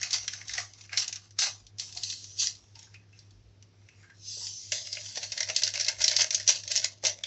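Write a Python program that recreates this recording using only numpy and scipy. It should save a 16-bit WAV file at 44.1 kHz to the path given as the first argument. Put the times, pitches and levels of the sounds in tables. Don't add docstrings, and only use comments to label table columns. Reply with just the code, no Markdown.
import sys
import numpy as np
from scipy import signal
from scipy.fft import rfft, irfft, next_fast_len
from scipy.io import wavfile
from scipy.ndimage import uniform_filter1d, map_coordinates

SR = 44100
rng = np.random.default_rng(int(sys.argv[2]) if len(sys.argv) > 2 else 0)


def voltage_ratio(level):
    return 10 ** (np.asarray(level, float) / 20)


def generate_wav(sig):
    pcm = np.round(np.clip(np.atleast_2d(sig).T, -1, 1) * 32767).astype(np.int16)
    wavfile.write(sys.argv[1], SR, pcm)


N = 320166

# (peak time [s], peak level [dB], rise [s], fall of the sheet [s], pocket over sheet [dB])
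STROKES = [(0.044, -40, 0.076, 0.29, -6.5), (0.142, -27.5, 0.018, 0.1, -12.5), (.33, -43, 0.11, 0.16, -6),
           (.493, -41, .03, 0.17, -19), (.593, -34, 0.1, 0.081, -7.5), (.808, -53.5, 0.14, 0.14, -10),
           (.938, -46.5, 0.032, 0.12, 3), (.982, -22.5, 0.017, 0.061, -17), (1.147, -50.5, 0.24, 0.19, -9),
           (1.39, -22.5, .004, 0.11, -15.5), (1.431, -26, 0.028, 0.077, -5),
           (1.796, -38, .014, 0.18, -13.5), (1.968, -41, 0.044, .15, -15.5), (2.042, -37, 0.034, 0.39, -23),
           (2.399, -23, 0.02, .08, -32.5), (2.434, -26, 0.051, 0.071, -16.5), (2.763, -59, .02, 0.174, -6),
           (2.846, -56, 0.18, 0.07, -9), (2.943, -66, .1, 0.098, -.5), (3.185, -64, 0.085, 0.31, -4.5),
           (4.043, -68, 0.36, 0.1, 6.5), (4.302, -40, .1, 1, -33), (4.467, -38, 0.18, 0.083, -22),
           (4.727, -30, 0.016, 0.16, -12.5), (4.928, -41.5, 0.13, .27, -13.5),
           (5.076, -38, 0.066, 0.39, -17), (5.178, -34.5, .012, 0.065, -19),
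           (5.239, -30, 0.026, 0.044, -5.5), (5.39, -44, 0.63, 0.32, -10), (5.498, -43, .06, .08, -4.5),
           (5.569, -31, .024, .065, -14), (5.669, -36.5, .25, 0.13, -14.5),
           (5.805, -32.5, 0.083, 0.075, -7), (5.897, -37.5, 0.094, 0.11, -7),
           (6.02, -27.5, .006, 0.13, -19.5), (6.05, -30, 0.034, 0.14, -11), (6.213, -28, 0.22, 0.088, -8),
           (6.342, -34.5, .07, 0.21, -12), (6.468, -33, 0.0075, 0.046, -13),
           (6.495, -21.5, 0.031, 0.098, -15), (6.723, -24.5, 0.031, .13, -13),
           (6.843, -30, 0.033, 0.056, -10.5), (6.9, -65, .05, 0.079, -33),
           (7.058, -23.5, 0.023, 0.069, -10), (7.26, -50, 0.088, .1, -6.5)]
# (time [s], roughness [0 powder slides smoothly, 1 paper crackles and rips])
ROUGHNESS = [(0, 0.51), (1.3, 0.74), (1.5, 0.4), (1.8, 0.22), (2.35, 0.27), (2.45, 0.34), (4.1, 0.11),
             (4.65, 0.045), (5.1, 0.66), (5.5, 0.77), (7.26, 1)]
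# (time [s], level [dB], pocket over sheet [dB], pocket pitch [Hz])
SNAPS = [(0.0136, -28, -3.5, 1943), (0.0297, -16.5, -7, 2470), (0.1067, -21.5, -17, 2420),
         (0.1294, -13, -27.5, 1940), (0.2304, -34.5, -24, 2180), (0.2784, -19, -4, 3220),
         (0.3331, -25, -6, 1530), (0.412, -38, 5, 1920), (0.4805, -28, -23, 1890),
         (0.4928, -27.5, -2.5, 1945), (0.5357, -24.5, -9, 1920), (0.551, -29.5, -17, 2137),
         (0.5787, -21, 1.5, 1880), (0.7342, -39, -17.5, 2300), (0.8094, -35.5, -14, 2346),
         (0.8927, -47.5, 10, 2370), (0.93, -28, 2.5, 1999), (0.9732, -11, -12.5, 2290),
         (1.0781, -21.5, -25, 2580), (1.1258, -23, -9.5, 2360), (1.1574, -25, -19.5, 2380),
         (1.3068, -42.5, -17, 1550), (1.4189, -15, -12, 2130), (1.6656, -38.5, -35, 3060),
         (1.7841, -28, -29, 2330), (1.7957, -19.5, -25, 3200), (1.925, -31, -29, 1550),
         (1.949, -34.5, -26.5, 2400), (1.9718, -23.5, -18, 2370), (2.0336, -18, -26, 2350),
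         (2.099, -24, -25, 2700), (2.123, -25, -9.5, 2650), (2.2417, -31.5, -40, 2873),
         (2.4698, -16.5, -18.5, 1987), (2.5511, -39, -16, 2390), (2.7536, -40.5, -7.5, 2880),
         (2.7906, -38, -20, 2570), (2.8275, -42.5, -17, 2350), (2.9418, -43, 1.5, 2440),
         (3.1276, -56, 3, 2570), (3.1896, -41, -25, 2596), (3.3064, -49, -18, 1740),
         (3.6246, -46, -8, 2860), (3.8863, -47.5, 2, 2400), (4.0285, -57, 10, 1640), (4.1007, -57, 8, 1710),
         (4.2518, -42, -30, 3030), (4.468, -25.5, -19, 2380), (4.7195, -14, -7, 2900),
         (4.9277, -21, -20, 2120), (4.9687, -35.5, 9.5, 2780), (5.0603, -31.5, -7.5, 3030),
         (5.1711, -24.5, -6, 1970), (5.2284, -25, -3, 2650), (5.3193, -20.5, -12, 2590),
         (5.376, -20.5, -7.5, 1990), (5.4038, -15, -7, 1970), (5.4288, -19, -9, 1920),
         (5.488, -28, -2, 1916), (5.4979, -20.5, -1.5, 2670), (5.5618, -8, -29, 2398),
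         (5.6196, -17.5, -8, 1710), (5.6339, -8.5, -41, 1970), (5.6762, -15, -13, 1670),
         (5.7374, -22, -6.5, 3150), (5.7553, -22, -7.5, 2400), (5.7977, -17, -12, 2440),
         (5.8092, -13.5, -19, 2000), (5.8461, -20.5, -20, 2470), (5.8644, -23.5, -11, 2510),
         (5.8825, -10, -14, 2890), (6.0154, -15.5, -16, 2880), (6.0411, -6.5, -15.5, 1980),
         (6.0794, -6.5, -21, 1930), (6.113, -16, -9, 1630), (6.164, -8.5, -21, 2030),
         (6.2068, -12, -18, 2130), (6.2181, -10, -20, 3040), (6.3062, -15, -13.5, 2410),
         (6.3265, -23.5, -15, 1990), (6.3455, -11, -30, 1620), (6.3984, -23.5, -7, 1970),
         (6.4765, -6, -20, 2510), (6.4867, -8, -40, 1910), (6.4982, -16, -23, 2700),
         (6.6348, -28.5, -17, 1600), (6.6764, -21, -19, 2480), (6.7146, -13.5, -21, 2010),
         (6.7611, -11.5, -31, 2930), (6.7745, -12.5, -35, 2860), (6.8431, -11.5, -9.5, 2100),
         (7.0494, -12.5, -12.5, 2410), (7.0668, -11.5, -14, 2770), (7.2354, -25, -2.5, 2450)]
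# (time [s], level before attack and decay [dB rms], pitch [Hz], t60 [s])
TAPS = [(.58, -39.5, 693, 0.082), (1.96, -53.5, 720, 0.18), (2.755, -64.5, 882.5, 0.55),
        (2.87, -60, 1550, .1), (2.949, -48, 2550, 0.12), (3.13, -64, 2647, 0.3),
        (3.891, -64.5, 2630, 0.353), (4.036, -57, 1600, 0.29), (4.095, -50, 1680, 0.12),
        (4.369, -53, 480, 0.11), (4.41, -59.5, 930, 0.34), (4.725, -50.5, 586, 0.32),
        (5.172, -37.5, 640, 0.068), (5.495, -33.5, 660, 0.065), (7.034, -34.5, 560, 0.13),
        (7.236, -22.5, 3430, 0.041)]
# (frequency [Hz], relative density [dB per Hz])
SHEET = [(1470, -31), (2500, -8.5), (3850, -1), (4210, 1.5), (6040, 5), (7700, -9.5), (8260, -15),
         (8390, -48.5), (10900, -78.5), (18500, -120)]
# (centre [Hz], width [Hz], relative level [dB])
POCKET = [(1600, 390, 5), (2155, 208, 9.5), (2510, 400, 3), (2900, 28, -1)]
# (centre [Hz], width [Hz], relative level [dB])
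PALM = [(438, 120, -16), (744, 190, 4.5), (1050, 160, 6), (1200, 150, 6)]
# (centre [Hz], width [Hz], relative level [dB])
JUG = [(370, 310, -11), (480, 88, -14.5), (600.7, 83, 7.5), (715, 160, -9), (870, 96, -5)]
# (frequency [Hz], t60 [s])
KITCHEN = [(400, 0.33), (2000, 0.2), (8000, 0.13)]
# (time, 30 ms before the crest [s], peak level [dB])
THUMPS = [(0.199, -62), (0.499, -53.5), (1.618, -57), (1.949, -61), (2.599, -63), (3.349, -55),
          (3.448, -55.5), (5.981, -55)]
# (frequency [Hz], level [dB rms], waver [dB])
HUM = [(97, -67, 2), (101.5, -60, 1.5), (106.5, -70, 2), (171, -78, 2), (248, -83, 2), (345, -82, 1.5)]
# (frequency [Hz], relative density [dB per Hz])
AIR = [(15, -48), (30, -29.5), (52, -15), (110, -10), (200, -19), (400, -21.5), (720, -29), (1100, -33.5),
       (2500, -34.5), (5700, -34.5), (7600, -48), (8400, -61), (11000, -92)]

OVER_JUG_S = 4.6
SWELL_DB = 20
RESTING_DB = -82.5
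PALM_DB, JUG_DB = -10, -8.5
POCKET_LINGER, HOLLOW_LINGER = 0.82, 1.14
BRIGHT_HZ, BRIGHT_SPREAD_HZ = 5530, 895
SNAP_SHEET_DB = -9.5
SNAP_PALM_DB, SNAP_JUG_DB = -37.5, -24
HOLLOW_FOLLOWS = 0.88
AIR_DB, ECHO_DB = -66, -11.0
TOP_HZ = 7930


def rustle():
    s, *_, pocket_db = np.transpose(STROKES)
    t = np.arange(N) / SR
    hollow_db = pocket_db + np.where(s < OVER_JUG_S, PALM_DB, JUG_DB)
    rough = np.clip(np.interp(t, *np.transpose(ROUGHNESS)), 0, 1)

    clumps_db = 4.0 * wobble(45) + 2.97 * wobble(170)
    cracks = unit(voltage_ratio(clumps_db) * fibres(N, 0.19, spread_db=2.5))
    powder = unit(filtered(rng.standard_normal(N), grain_hiss))
    crackle = np.sqrt(rough) * patchy(cracks, depth_db=3.0, bins=2, frames=25)
    slide = np.sqrt(1 - rough) * patchy(powder, depth_db=4.5, bins=2, frames=40)
    drive = crackle + slide

    sheet = unit(filtered(drive, paper)) * strokes(0 * s, 1)
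    walls = unit(filtered(drive, pocket)) * strokes(pocket_db, POCKET_LINGER) * voltage_ratio(0.54 * wobble(39))
    in_palm = unit(filtered(drive, modes(PALM)))
    in_jug = unit(filtered(drive, jug))
    hollow = np.where(t < OVER_JUG_S, in_palm, in_jug)
    hollow = hollow * strokes(hollow_db, HOLLOW_LINGER) * voltage_ratio(0.92 * wobble(26))
    return sheet + walls + hollow


def strokes(over_db, linger):
    s, db, rise, fall, _ = columns(STROKES)
    t = np.arange(0, N / SR + .01, .001)
    off_peak = np.where(t < s, (s - t) / np.abs(rise), (t - s) / np.abs(linger * fall))
    stroke = voltage_ratio(db + over_db[:, None] - SWELL_DB * off_peak)
    power = np.sum(stroke ** 2, 0) + voltage_ratio(RESTING_DB) ** 2
    return np.interp(np.arange(N) / SR, t, np.sqrt(power))


def fibres(shape, share, spread_db):
    fire = rng.random(shape) < share
    strength = voltage_ratio(spread_db * rng.exponential(size=shape))
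    return unit(fire * rng.standard_normal(shape) * strength)


def grain_hiss(f):
    return 0.3 + 1 / (1 + (3800 / (f + 1)) ** 4)


def patchy(x, depth_db, bins, frames):
    z = signal.stft(x, nperseg=256)[2]
    field = uniform_filter1d(rng.standard_normal(z.shape), bins, 0)
    field = uniform_filter1d(field, frames, 1)
    return signal.istft(z * voltage_ratio(depth_db * field / field.std()), nperseg=256)[1][:N]


def snaps():
    s, db, pocket_db, pocket_hz = columns(SNAPS)
    bright_hz = BRIGHT_HZ + BRIGHT_SPREAD_HZ * rng.standard_normal(s.shape)
    hollow_db = np.where(s < OVER_JUG_S, SNAP_PALM_DB, SNAP_JUG_DB) + HOLLOW_FOLLOWS * pocket_db

    t = np.arange(SR // 10) / SR
    crack = voltage_ratio(-60 * t / 0.02)
    settling = voltage_ratio(-10.5 - 60 * t / 0.082)
    shape = (1 - np.exp(-t / 0.001)) * (crack + settling)
    burst = shape * fibres((len(s), len(t)), .3, spread_db=-0.5)
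    size = np.sqrt(np.mean(burst[:, :220] ** 2, -1, keepdims=True))

    def level(response):
        return response / np.sqrt(np.mean(np.abs(response) ** 2, -1, keepdims=True))

    def colour(f):
        sheet = paper(f) * (0.75 + 0.9 * resonance(f, bright_hz, 500))
        squeezed = pocket(f) * (0.3 + resonance(f, pocket_hz, 300)) + .4 * resonance(f, pocket_hz, 170)
        hollow = np.where(s < OVER_JUG_S, modes(PALM)(f), jug(f))
        return (voltage_ratio(SNAP_SHEET_DB) * level(sheet) + voltage_ratio(pocket_db + SNAP_SHEET_DB) * level(squeezed)
                + voltage_ratio(hollow_db) * level(hollow))

    return placed(voltage_ratio(db) * filtered(burst / size, colour), s)


def taps():
    s, db, hz, t60 = columns(TAPS)
    t = np.arange(SR // 4) / SR
    noise = rng.standard_normal((len(s), len(t)))
    rub = unit(filtered(noise, lambda f: resonance(f, hz, 90)))
    return placed(rub * voltage_ratio(db - 60 * t / t60) * (1 - np.exp(-t / 0.0014)), s)


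def paper(f):
    return voltage_ratio(along(SHEET, f))


def pocket(f):
    return modes(POCKET)(f) * (1j * f / 1400) ** 2 / (1 + 1j * f / 1400) ** 2


def jug(f):
    return modes(JUG)(f) * (1j * f / 400) ** 2 / (1 + 1j * f / 400) ** 2 / (1 + 1j * f / 900)


def modes(table):
    return lambda f: sum((-1) ** k * voltage_ratio(db) * resonance(f, hz, width_hz)
                         for k, (hz, width_hz, db) in enumerate(table))


def resonance(f, hz, width_hz):
    return 1j * f * width_hz / (hz * hz - f * f + 1j * f * width_hz)


def kitchen(x):
    hz, t, z = signal.stft(rng.standard_normal(SR // 2), SR, nperseg=256)
    decay = voltage_ratio(-60 * t / along(KITCHEN, hz)[:, None])
    tail = signal.istft(z * decay, SR, nperseg=256)[1]
    late = np.pad(x, (200, 0))
    return signal.fftconvolve(late, tail / np.linalg.norm(tail))[:N]


def thumps():
    out, t = np.zeros(N + SR), np.arange(SR // 5) / SR
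    for s, db in THUMPS:
        push = np.hanning(len(t)) ** 2 * np.sin(2 * np.pi * rng.uniform(48, 62) * t)
        out[round((s - .07) * SR):][:len(t)] += voltage_ratio(db) * push
    return out[:N]


def room_tone():
    t = np.arange(N) / SR
    hum = 0
    for hz, db, waver_db in HUM:
        strength = np.sqrt(2) * voltage_ratio(db + waver_db * wobble(10))
        hum = hum + strength * np.sin(2 * np.pi * hz * t + 1.1 * wobble(2.2))
    air = unit(filtered(rng.standard_normal(N), lambda f: voltage_ratio(along(AIR, f))))
    return hum + voltage_ratio(AIR_DB + 0.94 * wobble(1.5)) * air


def columns(table):
    return (c[:, None] for c in np.transpose(table))


def placed(sounds, s):
    at = np.round(s * SR).astype(int) + np.arange(sounds.shape[1])
    return np.bincount(at.ravel(), sounds.ravel(), N + SR)[:N]


def unit(x):
    return x / np.sqrt(np.mean(x ** 2, -1, keepdims=True) + 1e-20)


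def along(points, hz):
    f, v = np.transpose(points)
    return np.interp(np.log(hz + 1), np.log(f + 1), v)


def wobble(rate_hz):
    knots = rng.standard_normal(int(N * rate_hz / SR) + 4)
    return map_coordinates(knots, [np.arange(N) * rate_hz / SR])


def filtered(x, response):
    m = next_fast_len(x.shape[-1] + 4096)
    return irfft(rfft(x, m) * response(np.fft.rfftfreq(m, 1 / SR)), m)[..., :x.shape[-1]]


def scene():
    paper_sound = rustle() + snaps() + taps()
    return (paper_sound + voltage_ratio(ECHO_DB) * kitchen(paper_sound) + thumps() + room_tone())[None]


def top_cut(x):
    return signal.sosfilt(signal.butter(12, 8540, fs=SR, output="sos"), x)


def record(dry):
    soft = dry / (1 + np.abs(dry / .5) ** 3) ** (1 / 3)
    narrow = filtered(soft, lambda f: 1 / (1 + (f / TOP_HZ) ** 60))
    return top_cut(narrow)


dry = scene()
out = record(dry)
generate_wav(out)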